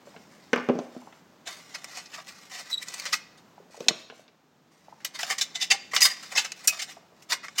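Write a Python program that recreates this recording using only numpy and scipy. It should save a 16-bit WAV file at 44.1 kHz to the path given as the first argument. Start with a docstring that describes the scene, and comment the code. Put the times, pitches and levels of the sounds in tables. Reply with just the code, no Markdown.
"""Taking the reflector out of a floodlight

On a workshop bench, a tool knocks down on the wood and fingers twist out a gritty, squeaking screw.
A small hard part clacks down. Then the thin aluminium reflector is worked loose: its edge scrapes,
snaps and squeals against the housing. Blows and tiny catches make the metal and the wood ring, and
friction makes the squeals. The room adds a short echo and a faint, low hiss."""
import sys
import numpy as np
from scipy import signal
from scipy.fft import rfft, irfft
from scipy.io import wavfile

SR = 44100
rng = np.random.default_rng(int(sys.argv[2]) if len(sys.argv) > 2 else 0)


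def log_audio(samples):
    """Write samples as a 16-bit WAV file to the path given in sys.argv[1]."""
    # one column per channel
    frames = np.atleast_2d(samples).T
    # limit to full scale, then quantise
    limited = np.clip(frames, -1, 1)
    pcm = np.round(limited * 32767).astype(np.int16)
    wavfile.write(sys.argv[1], SR, pcm)


N = 335160
TIME = np.arange(N) / SR
ONE_SECOND = TIME[:SR]
RING_TIME = TIME[:SR // 3]   # the longest that a struck object rings


def reflector():
    """How the thin aluminium sheet rings when tapped at different spots."""
    # Its overall tone colour. Each row: frequency in Hz, relative level in dB.
    colour = [(100, -27.5), (300, -22.5), (600, -7), (1000, -7), (2000, 2), (3000, -1), (4500, 2),
              (6000, 1), (7200, -1), (9000, -11), (11500, -17), (15500, -18)]
    # Its modes, the tones it rings at. Each row: pitch in Hz, share in dB, seconds to fade by 60 dB.
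    modes = [(557, -32.5, 0.32), (779, -15, 0.034), (1172, -14.5, 0.13), (1965, -11.5, .1),
             (2124, -14, 0.2), (2890, -17.5, 0.14), (2990, -15.5, 0.11), (3570, -23, 0.052),
             (3636, -11, .08), (4280, -22, 0.043), (4940, -24, 0.041), (4900, -26, 0.12),
             (5240, -13, 0.064), (5260, -25.5, 0.073), (6040, -26.5, 0.06), (6850, -20.5, 0.076),
             (7600, -19.5, .07), (8200, -16.5, 0.12), (10200, -34, 0.06), (11400, -36.5, .08),
             (12940, -21.5, 0.085)]
    return struck_body(colour, modes, wash_db=8, wash_t60=0.035, wash_hz=420, damped_hz=17170,
                       spot_db=5.5, bass_hz=198)


def sharp_clicks(sheet):
    """Sharp clicks: a small hard part clacks down, and metal catches on metal and lets go."""
    # Each row: start in seconds, level in dB, bass boost in dB, treble boost in dB.
    hits = [(1.843, -32.5, 2.5, 0.5), (3.8837, -8, 3, -16.5), (5.0478, -26, -5, 6.5),
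            (5.231, -26.5, 14.5, 1), (5.716, -22, 13, -17.5), (5.964, -15, 4.5, -6.5),
            (6.019, -12.5, -10, 2), (6.519, -28, -6, -4), (6.674, -24, -24, 20), (7.321, -21, 0.5, -4),
            (7.483, -39.5, 9, -15)]
    out = np.zeros(N)
    for start, db, bass_db, treble_db in hits + screw_catches():
        force = shade(contact(chatter_t60=0.008, chatter_db=14.5), bass_db, treble_db)
        add(out, start, from_db(db) * excite(sheet, force))
    return out


def screw_catches(start_s=2.827, gap_s=0.0568, first_db=-32.5, rise_db=1, bass_db=-4.5, treble_db=1):
    """Rows for five clicks: on its last turn the screw catches at an even pace, harder each time."""
    return [(start_s + k * gap_s, first_db + k * rise_db, bass_db, treble_db) for k in range(5)]


def slips(sheet):
    """The screw or the sheet's edge slides: a rush of tiny catches swells and fades."""
    # Each row: time of the peak in seconds, level in dB, seconds to swell by the last 20 dB,
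    # bass boost in dB, treble boost in dB.
    slides = [(1.475, -33.5, 0.018, 7, -6), (1.751, -36.5, 0.013, 6.5, -4), (1.982, -36.5, 0.042, 1.5, -5),
              (2.060, -42, 0.0075, -8, -14), (2.145, -39, 0.023, 6.5, -5), (2.190, -46.5, 0.022, 14.5, -6),
              (2.290, -43, 0.025, 2.5, 1), (2.550, -38.5, .038, -14, -3), (2.600, -39.5, 0.034, 0, 0.5),
              (2.712, -41.5, 0.019, 4, 8), (2.823, -39, 0.013, 3, 2), (3.061, -26.5, 0.0063, 3.5, -16),
              (3.133, -18, 0.0093, -0.5, -3), (3.379, -51.5, 0.0075, -2, -1.5),
              (5.005, -59.5, 0.0039, 18, -1), (5.050, -27.5, 0.0051, -3, -1), (5.156, -35, 0.019, 1.5, -4),
              (5.192, -34.5, 0.0057, 8.5, 3), (5.209, -32, .012, -0.5, 2), (5.312, -23.5, .022, 4.5, -0.5),
              (5.384, -23, .004, -10, -6), (5.415, -19, 0.0085, -7.5, -3.5),
              (5.555, -26, 0.0094, -4.5, -12), (5.628, -23, 0.031, -10, -8), (5.704, -19, 0.0036, 0.5, -8),
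              (5.716, -13.5, .012, -4.5, -8.5), (5.749, -45, 0.0082, 12, -15.5),
              (5.918, -40, .008, 5.5, -3), (5.936, -31.5, 0.0044, 13, -3), (5.950, -30, 0.0072, 4, 11),
              (5.968, -17.5, 0.01, -1.5, -10.5), (6.009, -17, .005, -5.5, 2),
              (6.030, -19.5, 0.0069, -7.5, 14.5), (6.057, -18, .018, 1, 5), (6.112, -33.5, .03, 3.5, -1.5),
              (6.230, -40.5, .007, 6.5, 1.5), (6.323, -37.5, .012, 10.5, 2), (6.36, -25, 0.011, 3.5, -10),
              (6.383, -15.5, 0.018, -2, -9), (6.418, -43.5, 0.013, 9.5, 4), (6.448, -28.5, 0.0094, 4, -8.5),
              (6.647, -46, 0.012, 11.5, 12.5), (6.678, -19.5, 0.0034, -3.5, 11.5),
              (6.799, -26.5, .012, -5.5, -9.5), (6.821, -26.5, .008, -4.5, -1.5),
              (7.224, -53, 0.0062, -1, 6), (7.31, -29, 0.017, 2.5, 2.5), (7.328, -22.5, .011, 3.5, -4),
              (7.446, -45, 0.019, 16, 1), (7.590, -18, 0.012, -4, 0.5)]
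    out, t = np.zeros(N), ONE_SECOND[:SR // 4]
    for peak, db, swell, bass_db, treble_db in slides:
        start = peak - 2 * swell
        fade = 0.024 + 0.48 * swell   # a slip that builds slowly also dies slowly
        since_peak = start + t - peak
        drop_db = 20 * np.where(since_peak < 0, (since_peak / swell) ** 2, since_peak / fade)
        force = from_db(db - drop_db) * grit(len(t), per_s=5000, spread_db=5.5)
        add(out, start, excite(sheet, shade(force, bass_db, treble_db)))
    return out


def squeals(waver_hz=250, flutter_db=3, overtone_db=-17.5, onset_s=0.0054, ring_s=0.0056):
    """Metal sticks and slips in step with one of its modes: an unsteady tone with weak overtones."""
    # Each row: start in seconds, length in seconds, pitch in Hz, level in dB.
    squeaks = [(1.744, 0.0068, 2180, -35.5), (1.745, .009, 5130, -38.5), (2.71, 0.021, 3990, -33.5),
               (2.726, 0.021, 3890, -25.5), (2.772, 0.011, 3886, -30.5), (3.126, 0.016, 1233, -31.5),
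               (5.416, 0.0067, 5440, -25.5), (5.552, 0.1, 2028, -44.5), (5.606, 0.026, 3595, -31),
               (5.706, .005, 4700, -15.5), (5.708, 0.0092, 2680, -16.5), (5.715, 0.037, 795, -36),
               (5.949, 0.08, 2030, -39), (6.013, 0.017, 1927, -26.5), (6.015, 0.018, 4914, -15),
               (6.033, 0.03, 4970, -18), (6.096, .032, 4840, -37.5), (6.145, .13, 5000, -56.5),
               (6.374, 0.0065, 2645, -20.5), (6.674, 0.0054, 5700, -12.5), (6.676, .034, 2540, -29),
               (7.581, .022, 2930, -25)]
    out, t = np.zeros(N), ONE_SECOND[:SR // 4]
    for start, length, hz, db in squeaks:
        pitch = hz * (1 + 0.009 * waver(len(t), waver_hz))
        level = from_db(db + flutter_db * waver(len(t), waver_hz))
        phase = 2 * np.pi * np.cumsum(pitch) / SR
        overtones = np.sin(2 * phase) + np.sin(3 * phase) / 4
        tone = np.sin(phase) + from_db(overtone_db) * overtones
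        envelope = (1 - np.exp(-t / onset_s)) * np.exp(-np.maximum(t - length, 0) / ring_s)
        add(out, start, np.sqrt(2) * level * envelope * tone)
    return out


def rubbing(sheet, attack_s=0.022, release_t60=0.25, waver_db=2):
    """Fingers press, slide and let go: a light, sandy sound that wanders over screw and sheet."""
    # Each row: start in seconds, length in seconds, level in dB.
    strokes = [(0.043, 1.12, -64), (1.46, 0.059, -46.5), (1.55, 0.49, -55), (1.863, 0.11, -51.5),
               (2.086, 0.37, -53.5), (2.49, 0.13, -45.5), (2.649, 0.18, -52), (2.853, 0.32, -45.5),
               (3.697, 0.35, -57.5), (4.121, 0.072, -64), (4.697, 0.64, -67.5), (5.187, 0.11, -42),
               (5.35, 0.93, -64), (6.115, 0.35, -52.5), (6.546, 0.14, -53), (6.705, 0.082, -43.5),
               (6.857, 0.053, -50.5), (7.15, .07, -63.5), (7.443, 0.077, -58.5), (7.549, .03, -44)]
    pressure = np.zeros(N)
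    for start, length, db in strokes:
        press = np.clip((TIME - start) / attack_s, 0, 1)
        release = dying(release_t60, np.maximum(TIME - start - length, 0))
        pressure += from_db(db) * press * release
    pressure *= from_db(waver_db * waver(N, hz=10))   # fingers never press quite evenly
    force = pressure * shade(grit(N, per_s=1100, spread_db=3.5), bass_db=5.5, treble_db=1.5)
    out, step = np.zeros(N), SR // 10
    for i in range(0, N, step):   # pick a spot every tenth of a second
        add(out, i / SR, excite(sheet, force[i:i + step]))
    return out


def cupped_air(metal, band_hz=(590, 790)):
    """Air trapped between the hand and the reflector's bowl rings along with the metal."""
    # How closely the hand covers the bowl. Each row: time in seconds, level of the ringing air in dB.
    cover = [(1.2, -28), (1.5, 0.5), (2.0, 1), (2.2, -5.5), (2.6, 5.5), (2.8, -41), (3.3, -16.5)]
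    return gain_curve(cover) * cut(metal, band_hz, "band", order=1)


def workbench():
    """How the wooden bench rings when tapped at different spots."""
    # Its overall tone colour. Each row: frequency in Hz, relative level in dB.
    colour = [(30, -38), (70, -16), (130, -8.5), (220, 9), (450, -8.5), (800, -2.5), (1600, -4), (3000, 3),
              (6000, 2.5), (15000, -39)]
    # The tones it rings at. Each row: pitch in Hz, share in dB, seconds to fade by 60 dB.
    modes = [(197, -19, 0.046), (243.8, -5, 0.16), (328, -10.5, 0.039), (443, -5, 0.11),
             (593, -13.5, 0.046), (703, -17.5, 0.036), (1050, -22, 0.073), (1567, -16, 0.054)]
    return struck_body(colour, modes, wash_db=5.5, wash_t60=0.058, wash_hz=400, damped_hz=3220,
                       spot_db=9, bass_hz=143)


def knocks(bench):
    """Things land on the bench: a soft contact gives a thud and only a faint, high tick."""
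    # Each row: start in seconds, relative level in dB, top of the thud in Hz, share of the tick in dB.
    blows = [(0.164, -41.5, 1540, -36), (0.5315, -20, 2200, -9), (0.535, -22, 1700, -35),
             (0.561, -23.5, 2030, -11), (0.577, -28, 2000, -27), (0.599, -29, 900, -21),
             (0.688, -13.5, 870, -26.5), (0.696, -15.5, 523, -55), (0.754, -24.5, 454, -28),
             (0.765, -31, 500, -49), (0.789, -24.5, 590, -19.5), (0.965, -40, 1050, -31),
             (1.126, -51, 2500, -19), (3.806, -30.5, 695, -9), (3.886, -33.5, 1064, -26),
             (3.908, -26, 730, -36), (4.1, -39, 2230, -39), (4.280, -52.5, 3540, -29)]
    out = np.zeros(N)
    for start, db, soft_hz, tick_db in blows:
        blow = contact(chatter_t60=0.0036, chatter_db=-2.5)
        thud = cut(blow, soft_hz, "low")
        tick = from_db(tick_db) * cut(blow, 2700, "high", order=1)
        add(out, start, from_db(db + 8) * excite(bench, thud + tick))
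    return out


def hollow_rings(band_ratio=1.25):
    """A brief, hollow ring as the tool lands on the bench, and lighter hand bumps on the housing."""
    # Each row: start in seconds, relative level in dB, pitch in Hz.
    touches = [(0.532, -11, 467), (0.533, -14, 1430), (0.696, -10.5, 475), (3.776, -37, 545),
               (3.805, -23.5, 424), (3.866, -32.5, 397), (3.890, -28.5, 555), (3.907, -29, 405),
               (4.883, -39.5, 767), (4.925, -37, 787), (6.968, -37.5, 780), (7.122, -46.5, 547)]
    out = np.zeros(N)
    for start, db, hz in touches + fumbles():
        blow = contact(chatter_t60=0.053, chatter_db=4)
        ring = unit(cut(blow, [hz / band_ratio, hz * band_ratio], "band"))
        add(out, start, from_db(db + 18.5) * ring)
    return out


def fumbles(per_s=15, db=-44.5, spread_db=7.5, hz=580, spread_octaves=0.6):
    """Rows for light, uneven bumps while the hand feels about on the housing."""
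    # Each row: start in seconds, end in seconds.
    spells = [(0.05, 0.25), (0.93, 1.12), (3.56, 3.8), (4.14, 4.22)]
    rows = []
    for start, end in spells:
        for beat in np.arange(start, end, 1 / per_s):
            late, size, pitch = 1 - 2 * rng.random(3)   # each between -1 and 1
            rows.append((beat + 0.5 * late / per_s, db + spread_db * size,
                         hz * 2 ** (spread_octaves * pitch)))
    return rows


def room_echo(build_s=0.0036, dull_hz=7000):
    """The workshop's echo of one click: it builds up quickly, and its highest treble dies first."""
    # Each row: frequency in Hz, seconds to fade by 60 dB.
    fade_times = [(150, 0.31), (500, 0.61), (2000, 0.65), (5000, 0.63), (8000, 0.3), (15000, 0.19)]
    edges = np.geomspace(60, 16000, 9)
    tail = np.zeros(SR)
    for low, high in zip(edges, edges[1:]):
        band = cut(rng.standard_normal(SR), [low, high], "band")
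        tail += band * dying(at_hz(fade_times, np.sqrt(low * high)), ONE_SECOND)
    build_up = 1 - np.exp(-ONE_SECOND / build_s)
    return unit(cut(tail, dull_hz, "low", order=1) * build_up)


def room_tone():
    """The faint, low hiss of the workshop, slowly rising and falling."""
    # Each row: frequency in Hz, relative level in dB.
    colour = [(18, -54), (30, -44.5), (48, -35.5), (56, -14), (70, -24), (93, -6), (109, -10), (165, 3),
              (415, -4.5), (1010, -7.5), (2410, -17), (6720, -22), (9970, -35.5), (16000, -29.5)]
    # Each row: time in seconds, level in dB.
    levels = [(0, -55.5), (1.2, -57), (2.5, -59), (3.5, -57), (4.4, -64), (5.5, -57), (7.6, -59.5)]
    return gain_curve(levels) * through(rng.standard_normal(N), pulse(colour))


def struck_body(colour, modes, wash_db, wash_t60, wash_hz, damped_hz, spot_db, bass_hz):
    """A tap at each of 16 spots on an object: a crack, a wash of crowded modes and a few clear ones."""
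    t = RING_TIME
    crack = pulse(colour)[:len(t)]
    rings = np.array([from_db(db) * unit(np.cos(2 * np.pi * hz * t) * dying(t60, t))
                      for hz, db, t60 in modes])
    spots = []
    for _ in range(16):
        crowd = cut(rng.standard_normal(len(t)), wash_hz, "high")   # modes only crowd above this pitch
        crowd = cut(crowd, damped_hz, "low")   # the highest are too damped to ring
        wash = unit(through(crowd * dying(wash_t60, t), crack))
        shares = from_db(spot_db * (1 - 2 * rng.random(len(modes))))   # each spot favours other modes
        response = crack + from_db(wash_db) * wash + shares @ rings
        spots.append(unit(cut(response, bass_hz, "high", order=3)))   # a small body gives little bass
    return spots


def excite(spots, force):
    """The sound of a force acting on one spot, picked at random."""
    return signal.fftconvolve(force, spots[rng.integers(len(spots))])


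def contact(chatter_t60, chatter_db):
    """The force of one blow: a first touch and a brief chatter."""
    t = RING_TIME[:SR // 10]
    force = from_db(chatter_db) * unit(rng.standard_normal(len(t)) * dying(chatter_t60, t))
    force[0] += 1
    return unit(force) * np.sqrt(0.004 * SR)   # as much energy as 4 ms at level 1


def grit(count, per_s, spread_db):
    """Tiny catches of uneven size at random moments, with an average power of 1."""
    sizes = from_db(spread_db * np.clip(rng.standard_normal(count), -2, 2))
    signs = rng.choice([-1, 1], count)
    caught = rng.random(count) < per_s / SR
    return unit(sizes * signs * caught) * np.sqrt(count)


def shade(force, bass_db, treble_db):
    """Set a force's bass and treble: a broad contact drives low modes, a sharp edge high ones."""
    low, rest = split(force, hz=2200)
    low, high = split(from_db(bass_db) * low + rest, hz=7500)
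    return low + from_db(treble_db) * high


def waver(count, hz):
    """A random wobble, mostly slower than hz, with an average power of 1."""
    return unit(cut(rng.standard_normal(count), hz, "low")) * np.sqrt(count)


def pulse(colour):
    """The shortest click that has this tone colour, with an energy of 1."""
    gains = from_db(at_hz(colour, np.fft.rfftfreq(SR, 1 / SR)))
    cepstrum = irfft(np.log(gains))
    # Folding the second half onto the first packs the energy at the start of the click.
    cepstrum[1:SR // 2] *= 2
    cepstrum[SR // 2 + 1:] = 0
    return unit(irfft(np.exp(rfft(cepstrum))))


def from_db(db):
    """Turn decibels into a gain to multiply by."""
    return 10 ** (np.asarray(db) / 20)


def at_hz(rows, hz):
    """Look up a frequency in a table, sliding between its rows on a scale of octaves."""
    freqs, values = np.transpose(rows)
    return np.interp(np.log(np.maximum(hz, 1)), np.log(freqs), values)


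def gain_curve(rows):
    """A gain for every sample, from rows of seconds and dB."""
    return from_db(np.interp(TIME, *np.transpose(rows)))


def unit(x):
    """Scale to an energy of 1."""
    return x / np.sqrt(np.sum(x ** 2) + 1e-20)


def dying(t60, t):
    """A fade that loses 60 dB in t60 seconds."""
    return np.exp(-np.log(1000) * np.minimum(t / t60, 10))


def cut(x, hz, kind, order=2):
    """Filter a sound, keeping the "low" part, the "high" part or a "band"."""
    return signal.sosfilt(signal.butter(order, hz, kind, fs=SR, output="sos"), x)


def split(x, hz):
    """The parts of a sound below and above a frequency."""
    return [cut(cut(x, hz, kind), hz, kind) for kind in ("low", "high")]


def through(x, response):
    """Give a sound the ring or echo of a response, keeping its length."""
    return signal.fftconvolve(x, response)[:len(x)]


def add(track, start_s, sound):
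    """Mix a sound into the track at the given time."""
    start = max(round(start_s * SR), 0)
    track[start:start + len(sound)] += sound[:max(N - start, 0)]


def scene():
    """Reflector, housing and bench close by, with the room behind them."""
    sheet, bench = reflector(), workbench()
    metal = sharp_clicks(sheet) + slips(sheet) + rubbing(sheet) + squeals()
    metal = metal + cupped_air(metal)
    thuds = knocks(bench) + hollow_rings()
    echo = through(from_db(-23) * metal + from_db(-14.5) * thuds, room_echo())
    return (metal + thuds + echo + room_tone())[None]


def record(dry):
    """A steep filter removes the treble above 16200 Hz."""
    return signal.sosfilt(signal.ellip(10, 0.3, 80, 16200, fs=SR, output="sos"), dry)


dry = scene()
out = record(dry)
log_audio(out)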